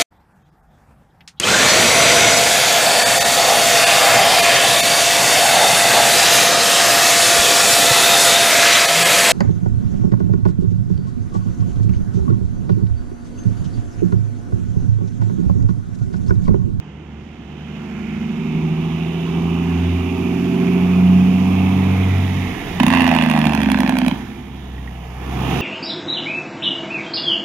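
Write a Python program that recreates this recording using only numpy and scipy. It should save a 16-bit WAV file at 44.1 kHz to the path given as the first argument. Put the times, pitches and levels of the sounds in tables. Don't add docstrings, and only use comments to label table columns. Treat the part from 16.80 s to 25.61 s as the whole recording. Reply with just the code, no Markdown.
import sys
import numpy as np
from scipy import signal
from scipy.fft import rfft, irfft
from scipy.io import wavfile
from scipy.ndimage import uniform_filter1d

SR = 44100
rng = np.random.default_rng(int(sys.argv[2]) if len(sys.argv) > 2 else 0)


def volts_from_decibels(level):
    exponent = np.asarray(level, float) / 20
    return 10 ** exponent


def inscribe(sig):
    pcm = np.round(np.clip(np.atleast_2d(sig).T, -1, 1) * 32767)
    wavfile.write(sys.argv[1], SR, pcm.astype(np.int16))


N = 388521
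T = np.arange(N) / SR
HZ = np.maximum(np.arange(N // 2 + 1) * SR / N, 1)

BRAKE_ON_S, BRAKE_FULL_S, BRAKE_OFF_S = 5.995, 6.095, 7.325
SHED_DB, EMERGE_S = -15, 1.66
START_M, APPROACH_M_S = 56.33, 3.686
HEIGHTS_M2 = 6.324


def curves(table):
    s, *columns = np.transpose(table)
    return [np.interp(T, s, c) for c in columns]


def along(table):
    hz, value = np.transpose(table)
    return np.interp(np.log(HZ), np.log(np.maximum(hz, 1)), value)


def unit(x):
    return x / np.sqrt(np.mean(x ** 2))


def colour(x, table):
    return irfft(rfft(x) * volts_from_decibels(along(table)), N)


def struck(x, table):
    fold = irfft(np.log(volts_from_decibels(along(table))), N)
    fold[1:N // 2] *= 2
    fold[N // 2 + 1:] = 0
    return irfft(rfft(x) * np.exp(rfft(fold)), N)


def between(spectrum, low_hz, top_hz):
    return irfft(spectrum * ((HZ >= low_hz) & (HZ < top_hz)), N)


def resonance(x, hz, width_hz):
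    return signal.lfilter(*signal.iirpeak(hz, hz / width_hz, fs=SR), x)


def walk(rate_hz):
    hold = int(SR / rate_hz)
    steps = np.repeat(rng.standard_normal(N // 300), hold)[:N]
    return 1.57 * uniform_filter1d(uniform_filter1d(steps, hold), hold)


def clicks(times_s, gains):
    out = np.zeros(N)
    np.add.at(out, (np.asarray(times_s) * SR).astype(int), gains)
    return out


def puffs(x, rise_s, fall_s):
    t = T[:2048]
    return signal.fftconvolve(x, (1 - np.exp(-t / rise_s)) * np.exp(-t / fall_s))[:N]


# hz, alike (0-1)
PORT_LIKENESS = [(60, 0.87), (300, 1), (600, 0.57), (1200, 0.63), (2500, 0.93), (5000, 0), (9000, 0),
                 (15000, 0.7)]


def wide_noise():
    mid, side = rfft(rng.standard_normal((2, N)))
    alike = np.clip(along(PORT_LIKENESS), 0, 1)
    mid, side = mid * np.sqrt(1 + alike), side * np.sqrt(1 - alike)
    return irfft(np.array([mid + side, mid - side]), N) / np.sqrt(2)


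def off_ground(x, gain):
    distance_m = START_M - APPROACH_M_S * T
    place = np.arange(N) - 2 * HEIGHTS_M2 / distance_m * SR / 343
    return x + gain * np.array([np.interp(place, np.arange(N), c) for c in x])


# hz, level_db (per Hz)
BREEZE_COLOUR = [(12, -22), (25, 7), (40, 11), (60, 13), (100, -8.5), (200, -29.5), (3000, -79.5)]
BREEZE_DB, BREEZE_DB_PER_S = -52.5, 0.26
GUST_S, GUST_WIDTH_S, GUST_DB = 5.9, 0.35, 17.5


def breeze():
    gust_db = GUST_DB * np.exp(-((T - GUST_S) / GUST_WIDTH_S) ** 2)
    level_db = BREEZE_DB + BREEZE_DB_PER_S * T + 2 * walk(2.5) + gust_db
    return unit(colour(wide_noise(), BREEZE_COLOUR)) * volts_from_decibels(level_db)


YARD_T60_S, YARD_DB = .5, -13


def yard(x):
    t = T[:SR]
    own = rng.standard_normal((3, SR))
    own = own[0] + signal.lfilter([.7, -.55], [1, -.8], own[1:])
    fading = np.exp(-np.log(1000) * t / YARD_T60_S) * (t > .008)
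    tail = signal.lfilter([1], [1, -.55], own * fading)
    tail = tail / np.sqrt(np.sum(tail[0] ** 2))
    return volts_from_decibels(YARD_DB) * signal.fftconvolve(x, tail, axes=1)[:, :N]


# start_s, pitch_hz, level_db
LOOSE_METAL = [
    (7.98, 1880, -35),
    (8.075, 1880, -30.5),
    (8.076, 2070, -36),
]


def knocks():
    out = 0
    for start_s, pitch_hz, level_db in LOOSE_METAL:
        ring = (T > start_s) * np.exp(-np.abs(T - start_s) / 0.0086)
        out = out + volts_from_decibels(level_db) * ring * np.sin(2 * np.pi * pitch_hz * T)
    return out


# hz, level_db (per Hz)
ROAD_COLOUR = [(45, -28.5), (70, -10.5), (110, -2), (160, -0.5), (220, -1), (300, -4), (400, -6.5),
               (480, -14.5), (560, -24), (4000, -93)]


def road(clatter_db, hidden_db):
    level_db = clatter_db + 1.5 - .25 * hidden_db + 1.4 * walk(6)
    return unit(colour(wide_noise(), ROAD_COLOUR)) * volts_from_decibels(level_db)


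# start_s, pitch_hz
INTAKE_PITCH = [(0, 2256), (1.5, 2335), (2.4, 2804), (3.8, 2417), (4.4, 2621), (5.9, 1959), (8.1, 1930),
                (8.6, 2660)]


def intake():
    turn = np.exp(2j * np.pi * np.cumsum(curves(INTAKE_PITCH)[0]) / SR)
    low_pass = signal.butter(4, 300, fs=SR, output="sos")
    slow = signal.sosfilt(low_pass, rng.standard_normal((2, N)))
    return unit(slow[0] * turn.real + slow[1] * turn.imag)


# hz, level_db (per Hz)
CLATTER_COLOUR = [(260, -33), (450, -0.7), (556, -12.5), (686, -1.5), (763, -1), (1530, -13), (2470, -11.5),
                  (2830, -10.5), (3710, -15.5), (4250, -28.5), (6580, -29), (8890, -48.5), (11800, -40.5),
                  (13600, -53.5), (15300, -49.5)]
# start_s, level_db (of the clatter)
EFFORT = [(0, -48.5), (.66, -46.5), (1.05, -40), (1.64, -38), (2.3, -35.5), (3.8, -32.5), (5.2, -31),
          (5.9, -31), (7.38, -36.5), (7.69, -42.5), (8.33, -40.5), (8.53, -32.5), (8.72, -26.5)]
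HISS_DB, AIR_DB = -17.5, -21.5
TOP_DB, TOP_EMERGE_S = -14, 2.5


def running(cycle):
    clatter_db, hidden_db = curves(EFFORT)[0], SHED_DB * np.exp(-T / EMERGE_S)
    throb = 1 + 0.11 * np.cos(2 * np.pi * 6 * cycle) + 0.04 * np.cos(2 * np.pi * cycle)
    noise = rfft(off_ground(colour(wide_noise(), CLATTER_COLOUR), 0.059))
    clatter = 0
    edges_hz = [300, 700, 1300, 1900, 2500, 3200, 4200]
    for low_hz, top_hz in zip(edges_hz[:-1], edges_hz[1:]):
        flutter_db = 0.68 * walk(7) + 1.12 * walk(3.106)
        clatter = clatter + volts_from_decibels(flutter_db) * between(noise, low_hz, top_hz)
    hiss = unit(between(noise, 4200, 8500)) * volts_from_decibels(HISS_DB + 0.37 * walk(12))
    top = between(noise, 12800, 15850) * volts_from_decibels(TOP_DB * np.exp(-T / TOP_EMERGE_S))
    air = unit(between(noise, 8500, 12800) + top) * volts_from_decibels(AIR_DB + hidden_db)
    rush_db = 1.2 * walk(9) - 7 - 5 * (T > BRAKE_OFF_S) + .5 * np.minimum(clatter_db + 37, 0)
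    engine = unit(clatter) + volts_from_decibels(rush_db) * intake() + hiss + air
    return volts_from_decibels(clatter_db) * throb * engine + road(clatter_db, hidden_db)


# start_s, pitch_hz (firing rate)
FIRING_RATE = [(0, 75.21), (.8, 75.5), (1.45, 76.43), (2.2, 81.77), (2.75, 84.43), (3.85, 89.38),
               (4.95, 94.27), (5.5, 93.7), (5.85, 89.2), (6.08, 87.8), (7.33, 60.66), (7.45, 64.94),
               (7.75, 64.85), (8.1, 61.84), (8.4, 62.5), (8.62, 64.3), (8.81, 66.6)]
# start_s, firing_db, octave_db, uneven_db, upper_db (uneven tones)
STACK_LEVELS = [(0, -43, -38.5, -45, -49), (.55, -38, -42.5, -40.5, -47.5), (.95, -43.5, -32, -28.5, -42),
                (1.45, -37, -42, -20.5, -37.5), (1.8, -34, -21.5, -20.5, -28.5),
                (2.35, -40, -20.5, -26, -32.5), (2.7, -32, -21, -25, -28), (3.2, -27, -26.5, -21.5, -28.5),
                (3.75, -34, -22, -19, -27), (4.3, -26.5, -11, -19, -31.5), (5.1, -21.5, -19, -23, -44),
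                (5.35, -19, -25.5, -26, -41), (5.62, -21, -27.5, -23, -54), (5.85, -45, -41.5, -41.5, -52),
                (6.05, -28.5, -13, -36, -27), (7.45, -39, -43.5, -38, -30.5),
                (8.35, -34, -39.5, -36.5, -46), (8.65, -24.5, -23.5, -28.5, -32)]
# order (multiple of the cycle rate), level_db
UNEVEN_TONES = [(3, -30), (4, -18), (5, -38.5), (7, -25), (8, -16), (9, -2), (10, -18.5), (11, -28),
                (13, -7), (14, -13), (15, -13.5), (16, -2.5), (17, -25), (18, -2.5), (19, 0), (20, -16),
                (21, -19), (22, -5.5), (23, -7), (24, -11.5), (25, -13), (26, -8.5), (27, -36.5),
                (28, -10.5), (29, -23.5), (30, -15), (31, -40), (32, -14)]
# hz, gain_db
SILENCER = [(60, -12), (95, -7), (112, -34), (138, -5), (200, -5), (260, -3), (310, -10), (390, 7.5),
            (420, -19.5), (500, -24)]
# start_s, level_db
GEAR_SONG = [(2.3, -62), (3.2, -49), (3.9, -41), (5.0, -43), (5.6, -50), (6.0, -66)]
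TIMING_TEETH, PUMP_TEETH = 45, 165.8
PUMP_DB = -17.5
FADING_DB, BLUR_RAD = 2, 1.2


def stacks(cycle, braking):
    rate_hz, work_db = curves(FIRING_RATE)[0], curves(EFFORT)[0]
    firing_db, octave_db, uneven_db, upper_db = curves(STACK_LEVELS)
    hidden = np.exp(-T / EMERGE_S)
    turn = 2 * np.pi * cycle
    firing_db = firing_db + walk(11) + FADING_DB * (1 + hidden) * walk(5)
    steady = volts_from_decibels(firing_db) * np.sin(6 * turn + BLUR_RAD * hidden * walk(14))
    octave_db = octave_db + FADING_DB * (.5 + hidden) * walk(5)
    fired = volts_from_decibels(octave_db) * np.sin(12 * turn + BLUR_RAD / 2 * hidden * walk(14))
    for order, tone_db in UNEVEN_TONES:
        order = round(order)
        silencer_db = np.interp(order * rate_hz / 6, *np.transpose(SILENCER))
        level_db = tone_db + (upper_db if order > 18.5 else uneven_db) + silencer_db
        phase = rng.uniform(0, 2 * np.pi) + .6 * walk(6)
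        fired += volts_from_decibels(level_db + 2.0 * walk(4)) * np.sin(order * turn + phase)
    gears = [(TIMING_TEETH, curves(GEAR_SONG)[0]), (PUMP_TEETH, work_db + PUMP_DB)]
    for teeth, level_db in gears:
        steady += volts_from_decibels(level_db + 1.5 * walk(8)) * np.sin(teeth * turn + .5 * walk(40))
    return np.sqrt(2) * (steady + fired * (1 - braking))


# late (share of a firing gap), thump_db, bark_db, crack_db, crack_fade (dB per s)
CYLINDER_VENTS = [(0, -3, 0, -26, -2), (0, -14, -6, -42, -5), (-.06, 0, 1.5, -26, -15),
                  (0, -3, -5, -33, -15), (-.05, -14, .5, -30, -10), (-.12, .5, 1, -24, -7)]
VENT_S, CYCLE_HZ, SAG_HZ_PER_S = 6.081, 14.67, 3.624
CRACK_SCATTER_DB, THUMP_SCATTER_DB = 1.2, 1.2
SHARPER_S, SHARPER_DB = 6.88, 7


def vents():
    firing = np.arange(6 * 16)
    late, thump_db, bark_db, crack_db, fade = np.array(CYLINDER_VENTS)[firing % 6].T

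    def reached_s(count):
        return (CYCLE_HZ - np.sqrt(CYCLE_HZ ** 2 - 2 * SAG_HZ_PER_S * count / 6)) / SAG_HZ_PER_S

    since = reached_s(firing + late)
    even = VENT_S + reached_s(firing)
    times = VENT_S + since
    chance = rng.standard_normal((4, len(firing)))
    thump_db = thump_db + THUMP_SCATTER_DB * chance[0]
    bark_db = bark_db * (.3 + since) + 1.5 * chance[1]
    sharper_db = SHARPER_DB * (firing % 6 == 0) * (times > SHARPER_S)
    crack_db = crack_db + fade * since + CRACK_SCATTER_DB * chance[3] + sharper_db
    on = (times > BRAKE_FULL_S) & (times < BRAKE_OFF_S)
    return np.array([times, thump_db, bark_db, crack_db, chance[2], even])[:, on]


# start_s, level_db (over the brake level), crack_db
FIRST_BARKS = [
    (6.0003, 5, -24),
    (6.0327, 4, -21),
    (6.0655, 3, -18.5),
    (6.0815, 1, -23),
]
# hz, level_db (per Hz)
CRACK_COLOUR = [(1000, -38), (2800, 29.5), (4500, 13), (6500, 11.5), (8500, 6.5), (11000, 16), (13300, 2.5),
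                (15300, 3.5)]


def cracks(times, crack_db):
    first_s, _, first_db = np.transpose(FIRST_BARKS)
    blows = clicks(np.append(times, first_s), volts_from_decibels(np.append(crack_db, first_db) + 4.5))
    return unit(colour(wide_noise(), CRACK_COLOUR)) * puffs(blows, .00006, .0018)


# pitch_hz, width_hz, level_db
PIPE_RINGS = [(155, 14, -5), (212, 20, 0), (258, 18, 0), (342, 16, -15)]
# hz, level_db (per Hz)
BARK_COLOUR = [(240, -50), (420, -12.5), (560, 0), (700, 3), (900, 2), (1400, -6), (2000, -3), (2900, -5),
               (3500, -12), (4200, -18), (6500, -29), (8500, -41), (11500, -42), (16000, -58)]
THUMP_DB, THUMP_START_DB, THUMP_RISE_S = -15.5, 0.5, 0.12
BARK_DB, BARK_DB_PER_S = -22.5, -3.5
BLOW_DB, BLOW_DB_PER_S = -21.5, -18


def brake(times, thump_db, bark_db, crack_db, chance, even):
    first_s, first_db, _ = np.transpose(FIRST_BARKS)
    first = clicks(first_s, volts_from_decibels(first_db))
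    thumps = clicks((even + times) / 2, volts_from_decibels(thump_db)) + first
    pipe = 0
    for k, (pitch_hz, width_hz, level_db) in enumerate(PIPE_RINGS):
        pipe = pipe + (-1) ** k * volts_from_decibels(level_db) * resonance(thumps, pitch_hz, width_hz)
    pipe = signal.sosfilt(signal.butter(3, [135, 370], "band", fs=SR, output="sos"), pipe)
    size = volts_from_decibels(bark_db) + volts_from_decibels(.7 * (crack_db + 17))
    barks = clicks(times, size) + 0.92 * first
    fronts = barks + .45 * clicks(times + .0021 + .0003 * chance, size)
    spit = puffs(barks, .0001, .0011) * wide_noise()
    bark = struck(5 * fronts + spit, BARK_COLOUR)
    blow = unit(colour(wide_noise(), BARK_COLOUR)) * unit(puffs(barks, .001, .007))
    since = np.clip(T - BRAKE_ON_S, 0, 2)
    share = np.sqrt((BRAKE_OFF_S - BRAKE_ON_S) * SR / N)
    thump = unit(pipe) * volts_from_decibels(THUMP_DB + THUMP_START_DB * np.exp(-since / THUMP_RISE_S))
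    bark = unit(bark) * volts_from_decibels(BARK_DB + BARK_DB_PER_S * since)
    blow = blow * volts_from_decibels(BLOW_DB + BLOW_DB_PER_S * since)
    return share * thump, share * (bark + blow)


def scene():
    cycle = np.cumsum(curves(FIRING_RATE)[0]) / SR / 6
    braking = uniform_filter1d(1. * ((T > BRAKE_ON_S) & (T < BRAKE_OFF_S)), size=1500)
    vented = vents()
    thump, bark = brake(*vented)
    barks = thump + off_ground(bark + cracks(vented[0], vented[3]), .42)
    echoes = yard(barks - thump / 2)
    return breeze() + echoes + knocks() + running(cycle) + stacks(cycle, braking) + barks


def top_cut(x):
    return signal.sosfilt(signal.butter(12, 17040, fs=SR, output="sos"), x)


# hz, level_db
PORT_SHADE = [(60, -0.5), (110, -0.5), (200, -2.0), (380, -5.5), (700, -2), (1290, -4.5), (2380, -15.5),
              (4400, -6), (8120, -14), (15000, -37)]
# hz, phase_rad
PORT_LEAD = [(0, 0), (690, -.9), (1120, -.2), (1550, -1.1), (2300, -.6), (2800, .5), (4300, 3.2), (8000, 6),
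             (16600, 14)]


def record(dry):
    left = volts_from_decibels(along(PORT_SHADE))
    ahead = np.exp(1j * np.interp(HZ, *np.transpose(PORT_LEAD)))
    ports = np.array([left * ahead, np.ones_like(left)]) * 2 / (1 + left)
    x = irfft(rfft(dry) * ports, N)
    x = x / (1 + np.abs(x) ** 5) ** (1 / 5)
    mix = irfft(rfft(x) * (HZ < 15850), N)
    return top_cut(mix)


dry = scene()
out = record(dry)
inscribe(out)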